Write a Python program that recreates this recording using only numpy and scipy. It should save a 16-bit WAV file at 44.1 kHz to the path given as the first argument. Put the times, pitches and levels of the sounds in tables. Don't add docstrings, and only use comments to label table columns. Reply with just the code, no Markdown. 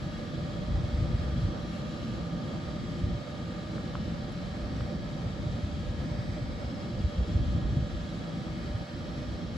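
import sys
import numpy as np
from scipy import signal
from scipy.fft import rfft, irfft
from scipy.io import wavfile

SR = 44100
rng = np.random.default_rng(int(sys.argv[2]) if len(sys.argv) > 2 else 0)


def int16_out(signal):
    q = np.round(np.clip(np.atleast_2d(signal).T, -1, 1) * 32767)
    wavfile.write(sys.argv[1], SR, q.astype(np.int16))


N = 422020
TIME, FREQ = np.arange(N) / SR, np.fft.rfftfreq(N, 1 / SR)

SWITCH_HZ, OUTPUT_HZ = 253.52, 21.0
SHAFTS_HZ = (23.53, 24.5)
# (time [s], level [dB])
HIGH_LEVEL = [(0, 0), (1.2, 1.5), (2, 1), (3.2, 1.5), (3.6, -2), (4.0, 4.5), (4.4, 1.5), (5.3, 1.5),
              (5.8, 1), (6.5, 1), (7.2, 0.5), (8.4, 1), (9.5, 1.5)]


def gain_of(db):
    return np.exp(np.asarray(db) * (np.log(10) / 20))


def read(points, hz):
    f, value = np.transpose(points)
    return np.interp(np.log(hz + 1), np.log(f + 1), value)


def course(points):
    return np.interp(TIME, *np.transpose(points))


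def bell(x, centre, width):
    return np.exp(-(2 * (x - centre) / width) ** 2)


def drift(rate_hz):
    coarse = np.linspace(0, TIME[-1], 1024)
    hz = np.fft.rfftfreq(len(coarse), coarse[1])
    spectrum = rfft(rng.standard_normal(len(coarse))) / (1 + (hz / rate_hz) ** 2)
    wander = irfft(spectrum)
    return np.interp(TIME, coarse, wander / wander.std())


def sides(db):
    pair = gain_of(np.array([db, -db]) / 2).reshape(2, -1)
    return pair / np.sqrt(np.mean(pair ** 2, axis=0))


def noise(density):
    # (frequency [Hz], likeness [0-1, limited to 0.92 below])
    likeness = [(60, 0.82), (150, 0.84), (330, 0.89), (560, 0.79), (800, 0.63), (1100, 0.11), (2700, 0.18),
                (3300, 0.57), (4500, 0.8), (5300, 0.19), (7500, 1)]
    # (frequency [Hz], left leads by [rad])
    left_lead = [(60, 0), (580, -0.33), (750, 0.97), (980, 1.7), (1300, 0.77), (1700, -0.94), (2000, -1),
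                 (2400, 0.5), (2900, -0.5), (4000, -0.2), (4900, 0.5), (6400, 1), (7400, 0.5), (8500, -3),
                 (9600, -2.5), (10400, 0)]
    left, other = rfft(rng.standard_normal((2, N)))
    same = np.clip(read(likeness, FREQ), 0, .92)
    mixed = same * left + np.sqrt(1 - same ** 2) * other
    right = mixed * np.exp(-1j * read(left_lead, FREQ))
    return irfft(np.array([left, right]) * density * np.sqrt(SR / 2), N)


def push(s, db, hz, length):
    near, out = abs(TIME - s) < 4 * length, np.zeros(N)
    t = TIME[near] - s
    out[near] = gain_of(db) * bell(t, 0, 2 * length) * np.cos(2 * np.pi * (hz * t + rng.random()))
    return out


def tick(s, db, hz, length, crack_db=-12, crack_hz=2400, crack_s=.0003):
    return push(s, db, hz, length) + push(s, db + crack_db, crack_hz, crack_s)


def small_ticks():
    # (time [s], envelope peak [dB], frequency [Hz], half-length at 1/e [s])
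    rings = [(3.782, -36, 1400, .0008), (3.9541, -25, 1180, 0.0008), (4.324, -53, 10500, .0003),
             (4.768, -51.5, 6000, 0.0022), (4.808, -35, 1200, 0.00089), (4.81, -37, 3000, .0003)]
    return sum(tick(*row) for row in rings)


def gusting(bright):
    # (start [s], length [s], level [dB], extra level of bright part [dB])
    gusts = [(0.0, 0.066, -38, 3), (0.363, 0.26, -37, 0), (0.677, .19, -31.5, 0.5),
             (0.918, 0.28, -30.5, -1.5), (1.232, 0.099, -33.5, 0), (1.371, .12, -30, 3),
             (1.55, 0.12, -40, -4), (2.0, 0.72, -47, 8), (2.8, .2, -42, 6), (3.01, 0.15, -34.5, 1),
             (3.94, .6, -40, 0.5), (4.6, .05, -36.5, -4), (4.74, 0.12, -35.5, 3), (4.92, .22, -39.5, 5),
             (5.22, .2, -39.5, 3), (5.44, .1, -35, 2), (5.62, .42, -37.5, 1), (6.09, 0.1, -34.5, 1),
             (6.26, .3, -38, 1), (6.63, 0.054, -37, -2), (6.93, 0.14, -30.5, -6), (7.166, .05, -33, -5),
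             (7.28, 0.14, -30, 5.5), (7.46, .11, -30, 1), (7.626, 0.2, -31, 5.5), (7.92, .08, -33, -2),
             (8.447, .22, -42, 1), (8.696, 0.077, -32.5, -8), (8.947, 0.75, -42.5, 4)]
    rise_s, fall_s, breeze_db = 0.037, 0.043, -46
    power = gain_of(breeze_db) ** 2
    for start, length, db, bright_db in gusts:
        rise = np.clip((TIME - start) / rise_s + .5, 0, 1)
        fall = np.exp(-np.clip((TIME - start - length) / fall_s, 0, 20))
        power = power + (gain_of(db + bright * bright_db) * rise * fall) ** 2
    return np.sqrt(power)


def wind(rumble_db=-1, eddy_db=-1.5, lump_db=1.94, split_hz=135, eddy_cycles=0.75):
    # (frequency [Hz], relative density [dB per Hz])
    rumble_shape = [(10, -47), (22, -14), (33, -12), (47, 1.5), (62, 2.5), (85, -2.5), (130, -8),
                    (250, -19), (400, -33), (900, -60), (3000, -110)]
    # (time [s], envelope peak [dB], frequency [Hz])
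    eddies = [(0.067, -23, 156), (0.596, -25, 130), (0.709, -22.5, 90), (0.755, -26, 65),
              (0.845, -19.5, 95), (0.949, -20, 63), (0.99, -22, 111), (1.028, -17.5, 106),
              (1.145, -18.5, 90), (1.334, -22, 75), (1.384, -21.5, 135), (1.45, -18, 82.6),
              (3.044, -18.5, 92), (3.08, -24, 100), (3.155, -21.5, 110), (3.954, -26, 130),
              (4.771, -25, 142), (4.815, -24, 127), (5.266, -24, 95), (5.471, -21, 112), (5.503, -24.5, 80),
              (5.547, -27, 80), (5.643, -22, 83), (5.748, -27, 65), (5.898, -23.5, 75), (6.003, -23.5, 80),
              (6.119, -23, 105), (6.193, -25.5, 90), (6.298, -26, 90), (6.424, -24, 108), (6.994, -25, 78),
              (7.051, -15.5, 68.5), (7.192, -18, 68), (7.358, -15, 87), (7.404, -17.5, 99),
              (7.475, -21.5, 68), (7.561, -17, 86), (7.731, -22, 100), (7.772, -15.5, 124),
              (7.788, -19, 150), (7.843, -22.5, 80), (8.755, -20.5, 96)]
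    rumble = noise(gain_of(read(rumble_shape, FREQ)))
    rumble = rumble / rumble.std()
    deep = irfft(rfft(rumble) / (1 + (FREQ / split_hz) ** 6), N)
    gusty = deep * gusting(0) + (rumble - deep) * gusting(1)
    blown = gusty * gain_of(rumble_db + lump_db * drift(18))
    thumps = sum(push(s, db + eddy_db, hz, eddy_cycles / hz) for s, db, hz in eddies)
    return blown + thumps


def tone(hz, db, balance_db, lead, fade_db=3.0, wobble=0.4, wobble_hz=5000):
    # (centre [s], width at 1/e [s], line [Hz], gain [dB])
    swells = [(3.9, .7, 1672, 2.5), (5.35, .5, 1672, -6), (5.95, .5, 1672, 3), (6.55, .4, 1672, -4),
              (7.8, 1.9, 1672, 2.5), (9.5, .9, 1672, -5), (4.1, .8, 3042, 3), (9.0, 1.4, 3042, 4),
              (.6, 1.2, 3296, 3), (2.7, .8, 3296, 3), (3.85, 1.0, 3296, -10), (5.8, 1.8, 3296, -3),
              (7.3, .8, 3296, 5), (8.35, .8, 3296, 4), (1.55, .7, 3311, 4), (9.1, 1.2, 3311, 3),
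              (4.5, 1.3, 3311, -6), (7.3, 3.0, 3311, 3), (6.95, 1.4, 5324, 10), (8.1, .6, 5324, 4),
              (9.3, 1.0, 5324, 5), (2.7, .6, 5324, 4), (1.8, 1.0, 5577, 6), (5.05, .5, 5577, 5),
              (6.2, .6, 5577, 4), (9.2, .6, 5577, 5)]
    phase = 2 * np.pi * (hz * TIME + rng.random()) + wobble * drift(1.4)
    waver = hz / wobble_hz * np.array([drift(2.4), drift(2.1)]) - np.array([[0], [lead]])
    swell_db = sum(rise * bell(TIME, s, length) for s, length, line, rise in swells if abs(line - hz) < 2)
    fade = gain_of(swell_db + fade_db * np.array([drift(0.86), drift(0.66)]))
    return np.sqrt(2) * gain_of(db) * fade * sides(balance_db) * np.sin(phase + waver)


def buzz(shaft_hz, level_db=-1, uneven_db=3, width_hz=1.97):
    # (frequency [Hz], level [dB per line])
    comb_level = [(800, -80), (1050, -84), (1200, -77.5), (1550, -80), (1730, -82), (2000, -85),
                  (2300, -85), (2850, -87.5), (2960, -87.5), (3250, -81.5), (3420, -90.5), (3750, -80),
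                  (4200, -82), (4500, -86), (4850, -82.5), (5000, -94), (5280, -85.5), (5450, -91),
                  (6100, -90.5), (6300, -102), (6600, -93), (6800, -102), (7300, -98), (8200, -101)]
    order = np.round(FREQ / shaft_hz).astype(int)
    strength_db = uneven_db * rng.standard_normal(order[-1] + 1)[order]
    comb = bell(FREQ, order * shaft_hz, 2 * width_hz) / np.sqrt(width_hz)
    inside = (FREQ > comb_level[0][0]) & (FREQ < comb_level[-1][0])
    return noise(inside * comb * gain_of(read(comb_level, FREQ) + strength_db + level_db))


def converter(level_db=-0.5, fade_db=1.7):
    # (multiple of switching rate, level [dB], left-right [dB], left leads by [rad], throb depth [0-1])
    harmonics = [(12, -71, 3, -0.5, .45), (13, -67.5, 6, -0.2, .22), (14, -69.3, 9, -1.2, .2),
                 (15, -80, 0, -0.5, .5), (16, -73.5, 2, -0.4, .4), (17, -82, 0, -0.5, .4),
                 (18, -76, 0, -0.1, .6), (19, -73.3, 3, 0.5, .7), (20, -83, 0, 1.0, .5),
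                 (21, -76.3, 3, 0.6, .5), (22, -75, -3, -2.4, .2), (23, -80, 0, 0.3, .3),
                 (24, -81, 0, 0.5, .3), (29, -89, 0, -0.4, 1)]
    stack, high_db = np.zeros((2, N)), course(HIGH_LEVEL)
    for order, db, pan, lead, depth in harmonics:
        throb = 1 + depth * np.cos(2 * np.pi * OUTPUT_HZ * TIME + drift(0.74))
        stack += throb * tone(order * SWITCH_HZ, db + level_db + high_db, pan, lead, fade_db)
    return stack


def hum(level_db=-0.55, fade_db=1.3, high_share=0.47, whine_hz=1210, high_from_hz=3160):
    # (frequency [Hz], level [dB], left-right [dB], left leads by [rad])
    lines = [(273, -56, -1, -0.2), (471, -61.5, -5, -0.1), (588, -52, -9, 0.1), (608, -60, -8, 0.1),
             (712, -69, -4, 0.5), (954, -71, 5, 1.6), (1176, -72, -3, 0), (1189, -60.7, -7, -0.7),
             (1234.6, -60.7, 5, 1.1), (1246, -73, 2, 0.7), (1424, -71, -5, -1.9), (1638, -70, 0, -2.0),
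             (1672, -65, -1, -0.3), (1696, -73, 0, -0.5), (1853, -71, 0, -0.4), (1877, -71.3, 4, -0.1),
             (2184, -74, 1, -0.1), (2365, -73, 2, 2.6), (2390, -71, 6, 2.4), (2515, -77, 8, -1.3),
             (2755, -77, 7, 0.5), (2789, -77, 7, -2.1), (2941, -73, 0, -1.1), (3093, -76, -1, -0.3),
             (3157, -74, 0, -0.1), (3275, -76, 2, -0.2), (3311, -68, 2, -0.1), (3494, -74, 3, 0.1),
             (3643, -76, -1, 0.0), (3677, -76, 6, -0.6), (3800, -74, 0, -0.2), (3821, -76, 0, -0.2),
             (4019, -75, 0, -0.3), (4148, -77, 1, -0.5), (4764, -77, 4, 0.3), (4796, -79, 4, 0.3)]
    # (time [s], level [dB])
    whine_level = [(0, 1), (2, 1.5), (3.6, 3), (4.1, -2.5), (5, -2), (6.2, -5.5), (7.1, -1.5), (9.5, -2)]
    whine_db, high_db = course(whine_level), high_share * course(HIGH_LEVEL)
    total = np.zeros((2, N))
    for hz, db, pan, lead in lines:
        line_db = db + level_db + whine_db * bell(hz, whine_hz, 300) + high_db * (hz > high_from_hz)
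        total += tone(hz, line_db, pan, lead, fade_db * np.sqrt(hz / whine_hz))
    return total


def shifting(x, depth_db):
    lags = np.round(np.array([.0003, .0007, .0016]) * SR).astype(int)
    reflections = sum(drift(0.67) * np.roll(x, lag, axis=1) for lag in lags)
    return x + (gain_of(depth_db) - 1) * reflections


def fans(roar_db=0.2, rush_db=0.15, hiss_db=-0.24, surge_db=1.17, churn_db=1.23, flutter_db=0.82,
         shift_db=1.0):
    # (frequency [Hz], density [dB per Hz])
    air = [(20, -100), (55, -71), (100, -61), (170, -60), (250, -64), (390, -76), (500, -76.5), (650, -78),
           (880, -83), (1500, -86.5), (2000, -88), (2700, -90.5), (3400, -92), (4100, -91), (4700, -94),
           (5050, -96), (6500, -101), (7400, -101.5), (8300, -104), (10500, -113), (11700, -116),
           (12500, -122)]
    # (frequency [Hz], width at 1/e [Hz], gain [dB])
    ducts = [(134.7, 9.3, 2.5), (167.2, 15, 5.5), (193.4, 15, 1.5), (223.7, 25, 3.5), (320.3, 19, 7),
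             (346.8, 18, 7.5), (401, 16, 2), (501, 76, 5), (515.4, 17, 4.5), (576, 38, 9.5), (608, 30, 8.5),
             (694, 43, 2.5), (771.5, 44, 8), (812, 28, 2.5), (938, 33, 4), (1294, 150, 6), (1800, 250, 2.5),
             (2195, 100, 5), (3070, 80, 4.5), (3302, 50, 8), (4790, 130, 3)]
    # (frequency [Hz], left-right [dB])
    air_balance = [(440, 0), (490, -3.5), (660, -10), (780, -3), (850, 0.5), (1500, -2), (2100, -0.5),
                   (2750, 2.5), (3600, -0.5)]
    colour = read(air, FREQ) + sum(db * bell(FREQ, hz, width) for hz, width, db in ducts)
    density = gain_of(colour) * sides(read(air_balance, FREQ))
    low = 1 / (1 + (FREQ / 390) ** 8)
    high = 1 - 1 / (1 + (FREQ / 1500) ** 6)
    roar = noise(density * np.sqrt(low)) * gain_of(roar_db + surge_db * drift(10))
    rush = noise(density * np.sqrt((1 - low) * (1 - high))) * gain_of(rush_db + churn_db * drift(6.5))
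    hiss = noise(density * np.sqrt((1 - low) * high)) * gain_of(hiss_db + flutter_db * drift(6.3))
    return roar + rush + shifting(hiss, shift_db)


def locomotive(recede_db_per_s=0.0945):
    motors = sum(buzz(hz) for hz in SHAFTS_HZ)
    machine = fans() + hum() + converter() + motors
    return machine * gain_of(-recede_db_per_s * (TIME - TIME.mean()))


def dipped(x, corner_hz=480):
    # (time [s], depth [dB], half-length at 1/e [s])
    dips = [(3.27, 5.5, 0.097), (8.872, 12.5, 0.027)]
    low = irfft(rfft(x) / (1 + (FREQ / corner_hz) ** 8), N)
    dip_db = sum(db * bell(TIME, s, 2 * length) for s, db, length in dips)
    return x + low * (gain_of(-dip_db) - 1)


def scene():
    return dipped(locomotive() + wind()) + small_ticks()


def record(dry, low_cut_hz=27, edge_hz=12600):
    lean = irfft(rfft(dry) * (1 - 1 / (1 + (FREQ / low_cut_hz) ** 4)), N)
    lowpass = signal.firwin(511, edge_hz, window=("kaiser", 9), fs=SR)
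    return signal.oaconvolve(lean, lowpass[None], "same")


dry = scene()
out = record(dry)
int16_out(out)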